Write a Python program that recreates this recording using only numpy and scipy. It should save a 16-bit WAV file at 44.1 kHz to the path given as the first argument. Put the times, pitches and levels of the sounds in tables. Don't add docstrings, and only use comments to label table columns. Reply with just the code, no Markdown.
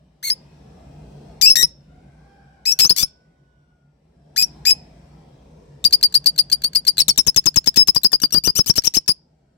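import sys
import numpy as np
from scipy import signal
from scipy.fft import rfft, irfft, next_fast_len
from scipy.io import wavfile
from scipy.ndimage import uniform_filter1d, minimum_filter1d

SR = 44100
rng = np.random.default_rng(int(sys.argv[2]) if len(sys.argv) > 2 else 0)


def file_out(sig):
    cols = np.atleast_2d(sig).T
    lim = np.clip(cols, -1, 1)
    pcm = np.round(lim * 32767).astype(np.int16)
    wavfile.write(sys.argv[1], SR, pcm)


N = 422037

# frequency in Hz, relative level in dB.
RASP_COLOUR = [(200, -3.5), (1200, -22.5), (2200, -5), (3200, 2), (5000, -2), (7000, 7), (9000, -5),
               (11000, -15), (13000, 2.5), (15000, -13.5), (16500, -17.5)]
# frequency in Hz, relative level in dB.
BREATH_COLOUR = [(20, -24), (60, 3), (160, 10.5), (400, -2.5), (700, -10), (1250, -6.5), (2000, -22.5),
                 (3200, -14), (5000, -29.5)]

SCOOP_S, SCOOP_DB = .021, 43.5
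YELP_AT_S, YELP_S = .0085, .0035
WARBLE_HZ, WARBLE_DB = 117.8, 168.5
CRY_AIR_DB = -15.5
CRY_FADE_DB = 3
CRY_RIGHT_DB = 3
SCREECH_CURL, SCREECH_FADE_DB, SCREECH_OVERTONES_DB = -.025, 12.5, -15.5
WHISTLE_RASP_DB, THIRD_DB = -19, -22
RASP_CARRY = .4
CRACK_DB = -8.5
PIP_LEAD_S, PIP_DB, PIP_HZ = .017, -20, 4505
PIP_LOW_HZ, PIP_LOW_DB = 1600, -8
CHATTER_WARBLE = .007
SINGLE_ROOM_DB, RUN_ROOM_DB = -28.5, -34.5
PORT_LAG = .0005
EDGE_HZ = 16100


def amp(db):
    return 10 ** (np.asarray(db) / 20)


def unit(x):
    return x / np.sqrt(np.mean(x ** 2) + 1e-20)


def read(points, hz):
    f, value = np.transpose(points)
    return np.interp(np.log(hz + 1), np.log(f + 1), value)


def noise(spectrum, size):
    m = next_fast_len(size + 4096)
    colour = amp(read(spectrum, np.fft.rfftfreq(m, 1 / SR)))
    return unit(irfft(rfft(rng.standard_normal(m)) * colour, m))[:size]


def wander(rate_hz, size):
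    low_pass = [(rate_hz / 2, 0), (rate_hz, -4), (rate_hz * 4, -50), (rate_hz * 10, -100)]
    return noise(low_pass, size)


def fades(t, rise, fall):
    start = np.sin(np.pi / 2 * np.clip(t / rise, 0, 1)) ** 2
    end = np.sin(np.pi / 2 * np.clip((t[-1] - t) / fall, 0, 1)) ** 2
    return start * end


def add(mix, s, sound, right_db):
    part = mix[:, round(s * SR):][:, :len(sound)]
    part += amp([[0], [right_db]]) * sound[:part.shape[1]]


def patchy(x, depth_db):
    z = signal.stft(x, nperseg=1024)[2]
    field = uniform_filter1d(rng.standard_normal(z.shape[1:]), size=3, axis=0)
    field = uniform_filter1d(field, size=22, axis=1)
    return unit(signal.istft(z * amp(depth_db * unit(field)), nperseg=1024)[1][:, :N])


def background():
    # time in seconds, rumble in relative dB, hiss in relative dB.
    background_levels = [(0, -53, -65.5), (.2, -62, -66), (.35, -50, -56.5), (1.3, -41.5, -51.5),
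                         (1.75, -52, -62), (2, -47, -59), (2.3, -53.5, -59.5), (3.9, -61, -71.5),
                         (4.25, -55, -64.5), (4.549, -45, -52.5), (5.3, -48.5, -57), (6.4, -48.5, -56.5),
                         (8.5, -57.5, -73), (9.57, -61, -69.5)]
    # frequency in Hz, relative level in dB.
    floor_colour = [(15, -53.5), (25, -25.5), (59, 4.5), (108, -11.5), (157, 0), (363, -15), (714, -19.5),
                    (1190, -32.5), (4030, -40.5), (4870, -40.5), (5570, -38), (6740, -50), (7510, -43.5),
                    (11600, -58.5), (16000, -61)]
    # pitch in Hz, rate of wavering in Hz, level in dB before the rise and fall.
    hum_tones = [(62, 11, -66.5), (147.4, 9.8, -54.5)]
    t = np.arange(N) / SR
    s, *columns = np.transpose(background_levels)
    rumble_db, hiss_db = (np.interp(t, s, c) for c in columns)
    shared = noise(floor_colour, N)
    sides = np.array([noise(floor_colour, N), noise(floor_colour, N)])
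    low_pass = signal.butter(3, 420, fs=SR, output="sos")
    low = unit(signal.sosfilt(low_pass, shared + 0.075 * sides))
    high_pass = signal.butter(3, 450, "high", fs=SR, output="sos")
    high = unit(signal.sosfilt(high_pass, 0.42 * shared + sides))
    high = patchy(high, depth_db=3)
    hum = np.zeros(N)
    for hz, width, db in hum_tones:
        waver = 1 + 0.71 * wander(width, N)
        hum += amp(db) * waver * np.sin(2 * np.pi * hz * t + 2.1 * wander(width / 2, N))
    rumble = amp(rumble_db - 1.5) * low
    hum = amp(rumble_db - np.median(rumble_db)) * hum
    hiss = amp(hiss_db + 1) * high * amp([[1], [-1]])
    return rumble + hum + hiss


def syrinx(t, hz, level_db, colour, jitter, flutter, shiver_db, rasp_db):
    orders = np.arange(1, int(18000 / np.mean(hz)) + 1)
    hz = hz * (1 + jitter * wander(1300, len(t)) + flutter * wander(170, len(t)))
    phase = 2 * np.pi * np.cumsum(hz) / SR
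    tone = np.zeros(len(t))
    for k in orders:
        tone += amp(read(colour, k * hz)) * np.cos(k * phase + rng.uniform(0, 2 * np.pi))
    rasp = amp(rasp_db) * noise(RASP_COLOUR, len(t)) * (1 + .5 * np.cos(phase))
    return amp(level_db + shiver_db * wander(190, len(t))) * unit(unit(tone) + rasp)


def cry(length, pitch, db, scoop, yelp, glide, warble, fade_db, rasp_db, low_db, treble_db, air_db):
    t = np.arange(0, length + .001, 1 / SR)
    u = t / t[-1]
    below = scoop * np.clip(1 - t / SCOOP_S, 0, 1) ** 1.2
    wobble = warble * np.sin(2 * np.pi * (WARBLE_HZ * t + rng.random()) + wander(55, len(t)))
    flick = yelp * np.exp(-((t - YELP_AT_S) / YELP_S) ** 2)
    hz = pitch * (1 + glide * (u - .5) - below + wobble + flick)
    colour = [(1100, low_db - 17), (1600, low_db + 7.5), (2200, low_db - 3), (3100, low_db - 0.5),
              (4100, 0.5), (5200, 6.5), (7000, -2.5), (8600, treble_db + 2), (10800, treble_db - 2.5),
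              (13000, treble_db + 7.5), (15500, treble_db - 7)]
    unrest = np.exp((t - t[-1]) / 0.00076)
    jitter = .024 * amp(rasp_db) * (2500 / pitch) ** .4 + .04 * unrest
    level_db = db - SCOOP_DB * below + WARBLE_DB * wobble - fade_db * u ** 2
    voice = syrinx(t, hz, level_db, colour, jitter, flutter=.002, shiver_db=2.13,
                   rasp_db=rasp_db - 10.5 + 6.6 * unrest)
    air = amp(air_db) * noise(BREATH_COLOUR, len(t))
    return (voice + air) * fades(t, rise=0.0015, fall=0.0021)


def crack(db):
    t = np.arange(0, .012, 1 / SR)
    flick_hz = np.interp(t, [.001, .007], [3800, 7600])
    flick = np.sin(2 * np.pi * np.cumsum(flick_hz) / SR)
    burst = np.exp(-((t - .004) / 0.0016) ** 2)
    return amp(db + CRACK_DB) * unit(noise(RASP_COLOUR, len(t)) + 2.1 * flick) * burst


def whistle(length, pitch, db, glide, curl, fade_db, overtones_db, puff_db, rasp_db):
    t = np.arange(0, length + 0.00074, 1 / SR)
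    u = t / t[-1]
    hz = pitch * (1 + glide * (u - .5) + curl * (2 * u - 1) ** 2)
    colour = [(6800, 0.0018), (9000, overtones_db), (11500, overtones_db), (13500, THIRD_DB)]
    unrest = np.exp(-t / .0065)
    clearing_db = 14 * unrest - 7 - 11 * u
    voice = syrinx(t, hz, db + 1 - fade_db * u ** 1.5, colour, jitter=.003 + .059 * unrest ** 2,
                   flutter=.005, shiver_db=1.0,
                   rasp_db=WHISTLE_RASP_DB + RASP_CARRY * rasp_db + clearing_db)
    beat_hz = rng.uniform(100, 220)
    voice *= 1 + .11 * np.sin(2 * np.pi * (beat_hz * t + rng.random()))
    air = amp(puff_db + 7.5) * noise(BREATH_COLOUR, len(t)) * (np.exp(-t / 0.0037) + 0.077)
    return (voice + air) * fades(t, rise=0.00033, fall=0.0056)


def screeches():
    # start in seconds, cry length in seconds, whistle length in seconds (0 for none),
    # cry pitch in Hz before its bends, cry level in dB, scoop, yelp, cry glide and warble as shares
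    # of pitch, whistle pitch in Hz before its bends, whistle level in dB, whistle glide as a share,
    # then rasp, low overtones, treble, puff and right side, all in relative dB.
    single_calls = [(0.227, 0.0744, 0.0362, 2178, -21.5, 0.365, 0.15, -0.069, 0.00275, 5150.5, -12, 0.058, -3.5, 1, -2, -44.5, -9),
                    (1.412, .046, 0, 2425, -4, 0.216, 0.66, 0.0203, .004, 0, 0, 0, -16, -11.5, -11, -21.5, -19.5),
                    (1.455, .046, 0.0373, 2665, -3.5, 0.101, 0.07, -0.00045, 0.00098, 5332.5, -4, 0.0089, -21, -6.5, -21.5, -28.5, -14.5),
                    (1.555, .074, 0.0295, 1894, -10.5, 0.051, 0.46, 0.03, .002, 5368, -5, 0.0286, -14, -8, -8.5, -24, -20),
                    (2.653, 0.067, 0.0228, 2585, -12, 0.274, 0.13, 0.02, .005, 5723.5, -9.5, 0.07, -12, -5.5, -14, -47, -15.5),
                    (2.789, 0.02, 0, 2202, -8.5, 0, 0.08, 0.0082, 0.057, 0, 0, 0, 7.5, -8.5, -4, -13.5, -20.5),
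                    (2.801, .049, 0.0295, 2565, -7.5, 0.00054, 0.07, 0.032, 0.0045, 5899, -9.5, 0.27, -9.5, -15.5, -14.5, -21.5, -18),
                    (2.894, .011, .026, 4553, -4.5, 0.06, 0.14, -0.026, .004, 5149.5, -5.5, -.01, -8.5, -14, -12, -19, -24),
                    (2.962, 0.0685, .022, 1158, -14.5, .16, 0.18, .07, .008, 5348.5, -7.5, -0.015, -1.5, -10, -5, -25, -25),
                    (4.36, 0.06596, 0.02714, 2476, -12, 0.44, 0, 0.0393, 0.0225, 5453.5, -8.5, .14, -8.5, -5, -8.5, -43.5, -15.5),
                    (4.651, .057, 0.0251, 2520, -6.5, 0.383, 0.2, 0.0177, 0.0132, 5253.5, -5, 0.042, -8, -4.5, -13, -34, -16)]
    out = np.zeros((2, N))
    for (start, cry_s, whistle_s, cry_hz, cry_db, scoop, yelp, cry_glide, warble,
         whistle_hz, whistle_db, glide, rasp_db, low_db, treble_db, puff_db, right_db) in single_calls:
        opening = cry(cry_s, cry_hz, cry_db, scoop, yelp, cry_glide, warble, CRY_FADE_DB,
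                      rasp_db, low_db, treble_db, puff_db + CRY_AIR_DB)
        add(out, start, opening, right_db + CRY_RIGHT_DB)
        if whistle_s > 0:
            ending = whistle(whistle_s, whistle_hz, whistle_db, glide, SCREECH_CURL, SCREECH_FADE_DB,
                             SCREECH_OVERTONES_DB, puff_db, rasp_db)
            add(out, start + cry_s - .004, crack(whistle_db + 3), right_db)
            add(out, start + cry_s, ending, right_db)
    return out


def wall(x):
    # delay in seconds, left level in dB, right level in dB.
    echoes = [(.0011, -39, -16), (.0029, -20.5, -18.5), (.0063, -27, -12)]
    # frequency in Hz, gain in dB.
    right_colour = [(200, -7), (600, -12), (1200, -5.5), (2200, 4), (4000, 8), (5200, 3.5), (8000, -1),
                    (12000, 0.5)]
    out = x.copy()
    for delay, left_db, right_db in echoes:
        out += amp([[left_db], [right_db]]) * np.roll(x, round(delay * SR), axis=1)
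    t = np.arange(0, .03, 1 / SR)
    scatter = rng.standard_normal(len(t)) * np.exp(-t / .006)
    scatter /= np.linalg.norm(scatter)
    right = out[1] + amp(-13) * signal.oaconvolve(x[0], scatter)[:N]
    m = next_fast_len(N)
    right = irfft(rfft(right, m) * amp(read(right_colour, np.fft.rfftfreq(m, 1 / SR))), m)[:N]
    return np.array([out[0], np.roll(right, round(PORT_LAG * SR))])


def room(x):
    # frequency in Hz, relative level in dB.
    tail_colour = [(700, -4.5), (2400, 3.5), (3600, -2), (5100, -6), (6500, -6), (10000, 10.5),
                   (15000, -5.5)]
    # frequency in Hz, time to fall by 60 dB in seconds.
    tail_t60 = [(200, 0.23), (2000, 0.21), (5200, 0.32), (9000, 0.12), (15000, 0.076)]
    hz, t, z = signal.stft(rng.standard_normal((2, SR)), SR, nperseg=256)
    fall_db = read(tail_colour, hz)[:, None] - 60 * t / read(tail_t60, hz)[:, None]
    tail = signal.istft(z * amp(fall_db), SR, nperseg=256)[1]
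    tail *= np.clip(np.arange(tail.shape[1]) / SR / 0.01, 0, 1)
    return signal.fftconvolve(x[None], tail / np.linalg.norm(tail[0]), axes=1)[:, :N]


def crow():
    # time in seconds, pitch in Hz, relative level in dB, roughness 0-1.
    course = [(1.88, 697, -69.5, 0.75), (2.1, 777.7, -73, 0.64), (2.35, 798.2, -65, 0.7),
              (2.6, 768, -67, 0.7), (3.049, 749.6, -69, 0.05), (3.4, 740.2, -76.5, 0.01),
              (3.7, 724.8, -71, 0.11), (3.95, 699.7, -87, 0.33)]
    # multiple of the pitch, relative level in dB when rough.
    harmonics = [(1, 12.5), (2, -5), (3, -12.5), (4, -24)]
    s, *columns = np.transpose(course)
    t = np.arange(s[0], s[-1], 1 / SR)
    hz, db, rough = (np.interp(t, s, c) for c in columns)
    phase = 2 * np.pi * np.cumsum(hz * (1 + .05 * rough * wander(120, len(t)))) / SR
    voice = np.zeros(len(t))
    for k, harmonic_db in harmonics:
        clearing_db = (k % 2) * 31 * (rough - 0.99)
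        voice += amp(harmonic_db + clearing_db) * np.sin(k * phase)
    out = np.zeros((2, N))
    add(out, s[0], amp(db) * unit(voice), right_db=0.5)
    return amp(-2.5) * out + amp(6.5) * room(out[0])


def pip():
    t = np.arange(0, .012, 1 / SR)
    phase = 2 * np.pi * np.cumsum(1 + .046 * wander(1100, len(t))) / SR
    tone = np.sin(PIP_HZ * phase) + amp(PIP_LOW_DB) * np.sin(PIP_LOW_HZ * phase)
    envelope = t / 0.001546 * np.exp(1 - t / 0.001456)
    return amp(PIP_DB) * envelope * (2.7 * tone + 2.1 * noise(RASP_COLOUR, len(t)))


def chatter():
    # start in seconds, cry length in seconds, whistle length in seconds,
    # cry pitch in Hz before its bends, cry level in dB, whistle pitch in Hz before its bends,
    # whistle level in dB, whistle glide and curl as shares of pitch, pip strength 0-1 before cubing.
    calls = [(5.841, 0.00904, 0.0305, 3923, -14, 4666, -0.5, 0.017, 0.0624, 0.06),
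             (5.925, 0.00883, 0.025, 4501, -8.5, 4724, 0.5, 0.0053, 0.0442, 0.44),
             (6.028, 0.0084, 0.033, 4332, -7.5, 4651, -2.5, -0.043, 0.0258, 0.47),
             (6.141, 0.01027, 0.03, 4264, -12, 4666, -3, 0.022, 0.0733, 0.45),
             (6.259, 0.01098, 0.0318, 4536, -7, 4655, -5, -0.03, 0.024, 0.39),
             (6.378, 0.01135, 0.0272, 4214, -16, 4799, -2.5, -0.0625, -0.0352, 0.43),
             (6.516, 0.01022, 0.0305, 4380, -17.5, 4713, -5.5, -0.061, 0.0194, 0.54),
             (6.636, 0.00918, 0.0415, 4355, -13.5, 4645, -12, 0.066, -0.00083, 0.51),
             (6.749, 0.00952, 0.0421, 4417, -15, 4702, -7.5, -0.0664, 0.031, 0.48),
             (6.867, 0.01325, 0.0312, 4230, -16, 4722, -1, -0.0805, -0.0033, 0.49),
             (6.987, .016, 0.0184, 4065, -14.5, 5302, 0.5, -0.0435, -0.0406, .6),
             (7.081, 0.01272, 0.0118, 3398, -5, 5396, 2.5, -0.043, 0.027, 0.06),
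             (7.176, 0.011, 0.0295, 3365, -4, 5328, -5, 0.0061, 0.019, 0.36),
             (7.266, 0.01397, 0.024, 3042, -7, 5184, -7, 0.029, 0.0664, 0.27),
             (7.361, 0.0122, 0.0244, 3143, -4, 5160, -6.5, 0.0071, 0.0494, 0.42),
             (7.457, 0.01155, 0.024, 3279, -5, 5123, -8.5, -0.0384, 0.0047, 0.37),
             (7.559, 0.01072, 0.0196, 3326, -5, 5309, -7, -0.063, -0.016, 0.45),
             (7.659, 0.01352, 0.02275, 1817, -23.5, 5082, -6.5, -0.0061, 0.063, 0.41),
             (7.759, 0.014, 0.06155, 1894, -14.5, 5204, -5.5, .01, .01, 0.46),
             (7.873, 0.01007, 0.0239, 1963, -18.5, 5120, -4.5, 0.0197, 0.0218, 0),
             (7.947, 0.01438, 0.0228, 1918, -18.5, 4813, -7.5, 0.055, 0.131, 0.04),
             (8.033, 0.013, 0.0286, 4126, -14.5, 4933, -4.5, -0.012, 0.089, 0.26),
             (8.118, 0.01266, 0.0328, 1807, -24.5, 4806, -8, 0.0364, 0.087, 0),
             (8.217, .018, 0.02685, 2899, -17, 4792, -9.5, -0.06, -0.0098, 0.49),
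             (8.323, 0.022, 0.04426, 2817, -13.5, 4805, -11, 0.0072, -0.0225, 0.44),
             (8.437, 0.0376, 0.03473, 2943, -14, 4814, -10.5, 0.08, 0.0375, 0),
             (8.552, 0.0378, 0.02903, 2963, -11.5, 5281, -8.5, -0.0654, 0.0106, 0),
             (8.66, 0.03726, 0.01975, 3007, -15.5, 5470, -6.5, 0.142, -0.0576, 0.3),
             (8.755, 0.0259, 0.01686, 2960, -15.5, 5572, -7.5, 0.079, -0.145, 0.34),
             (8.837, 0.03492, 0.01017, 2948, -15.5, 5539, 0.5, -0.0007, -0.024, 0.4),
             (8.938, 0.0311, 0.02233, 2906, -9, 5461, -6.5, 0.045, -0.071, 0.12),
             (9.078, 0.01317, 0.03327, 5320, -11.5, 4796, -9.5, -0.0047, 0.1335, 0.26)]
    # time in seconds, scoop and cry glide as shares of pitch,
    # cry fade in dB, then rasp, low overtones, treble and whistle overtones in relative dB,
    # whistle fade in dB, puff and right side in relative dB.
    manner = [(5.84, 0, 0.212, 9.5, -3.5, -17, -13, -18, 17.5, -24.5, -13.5),
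              (6.38, 0, -0.022, 6, -4, -18.5, -10.5, -13, 15.5, -37, -14.5),
              (6.98, 0, -0.079, -9.5, -1.5, -20.5, -12, -13.5, 29.5, -32, -23),
              (7.08, 0, -0.4406, 9, -4, -24.5, -8.5, -14, 18, -26.5, -53),
              (7.56, 0, -0.265, 21, 3, -40.5, -17, -25, -3, -17, -39),
              (7.66, 0, 0.128, -8.5, 14.5, -69.5, -6, -22.5, 4, -19, -22),
              (8.12, 0, 0.071, 8.5, -10, -6, -1, -21, 7.5, -18.5, -28),
              (8.319, 0, -0.031, 1, -7.5, -14.5, -8, -22.5, -2, -13.5, -19.5),
              (8.438, .24, 0.02, 0.5, -7.5, -11, -8, -23, 2.5, -15, -27.5),
              (8.75, 0.23, .17, -2.5, 1.5, -12, -5, -23, 2, -16, -44.5),
              (8.94, 0.3, .18, 6.5, 0.5, -13.5, -10, -19, 8.5, -20.5, -24),
              (9.078, 0, -0.0872, 0, -0.5, -12, -3, -12.5, 7.5, -24.5, -19)]
    # start in seconds, length in seconds,
    # pitch in Hz, level in dB.
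    grace_notes = [(6.981, .007, 4162, -8.5), (7.016, 0.01194, 4514, -9.5), (7.105, 0.01523, 4521, -13)]
    out = np.zeros((2, N))
    times, *controls = np.transpose(manner)
    for (start, cry_s, whistle_s, cry_hz, cry_db,
         whistle_hz, whistle_db, glide, curl, pip_strength) in calls:
        (scoop, cry_glide, cry_fade_db, rasp_db, low_db, treble_db,
         overtones_db, fade_db, puff_db, right_db) = (np.interp(start, times, c) for c in controls)
        air_db = puff_db + CRY_AIR_DB - 5 + 55 * max(-cry_glide, 0)
        opening = cry(cry_s, cry_hz, cry_db, scoop, 0, cry_glide, CHATTER_WARBLE, cry_fade_db,
                      rasp_db, low_db, treble_db, air_db)
        ending = whistle(whistle_s, whistle_hz, whistle_db, glide, curl, fade_db,
                         overtones_db, puff_db, rasp_db)
        add(out, start - PIP_LEAD_S, pip_strength ** 3 * pip(), right_db=-10)
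        add(out, start, opening, right_db + CRY_RIGHT_DB)
        add(out, start + cry_s - .004, crack(whistle_db), right_db)
        add(out, start + cry_s, ending, right_db)
    for start, length, hz, db in grace_notes:
        note = whistle(length, hz, db, glide=0, curl=0, fade_db=9.5, overtones_db=-9,
                       puff_db=-32, rasp_db=-2.5)
        add(out, start, note, right_db=-13.5)
    return out


def scene():
    single, run = screeches(), chatter()
    tail = room(amp(SINGLE_ROOM_DB) * single[0] + amp(RUN_ROOM_DB) * run[0])
    birds = wall(single + run) * amp([[0], [-1]])
    return birds + tail + crow() + background()


def record(dry):
    gain = 1 / np.maximum(abs(dry).max(0), 1)
    held = dry * uniform_filter1d(minimum_filter1d(gain, size=61), size=61)
    held = signal.sosfilt(signal.butter(2, 36, "high", fs=SR, output="sos"), held)
    band_limit = signal.firwin(255, EDGE_HZ, window=("kaiser", 8), fs=SR)
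    return signal.oaconvolve(held, band_limit[None], "same")


dry = scene()
out = record(dry)
file_out(out)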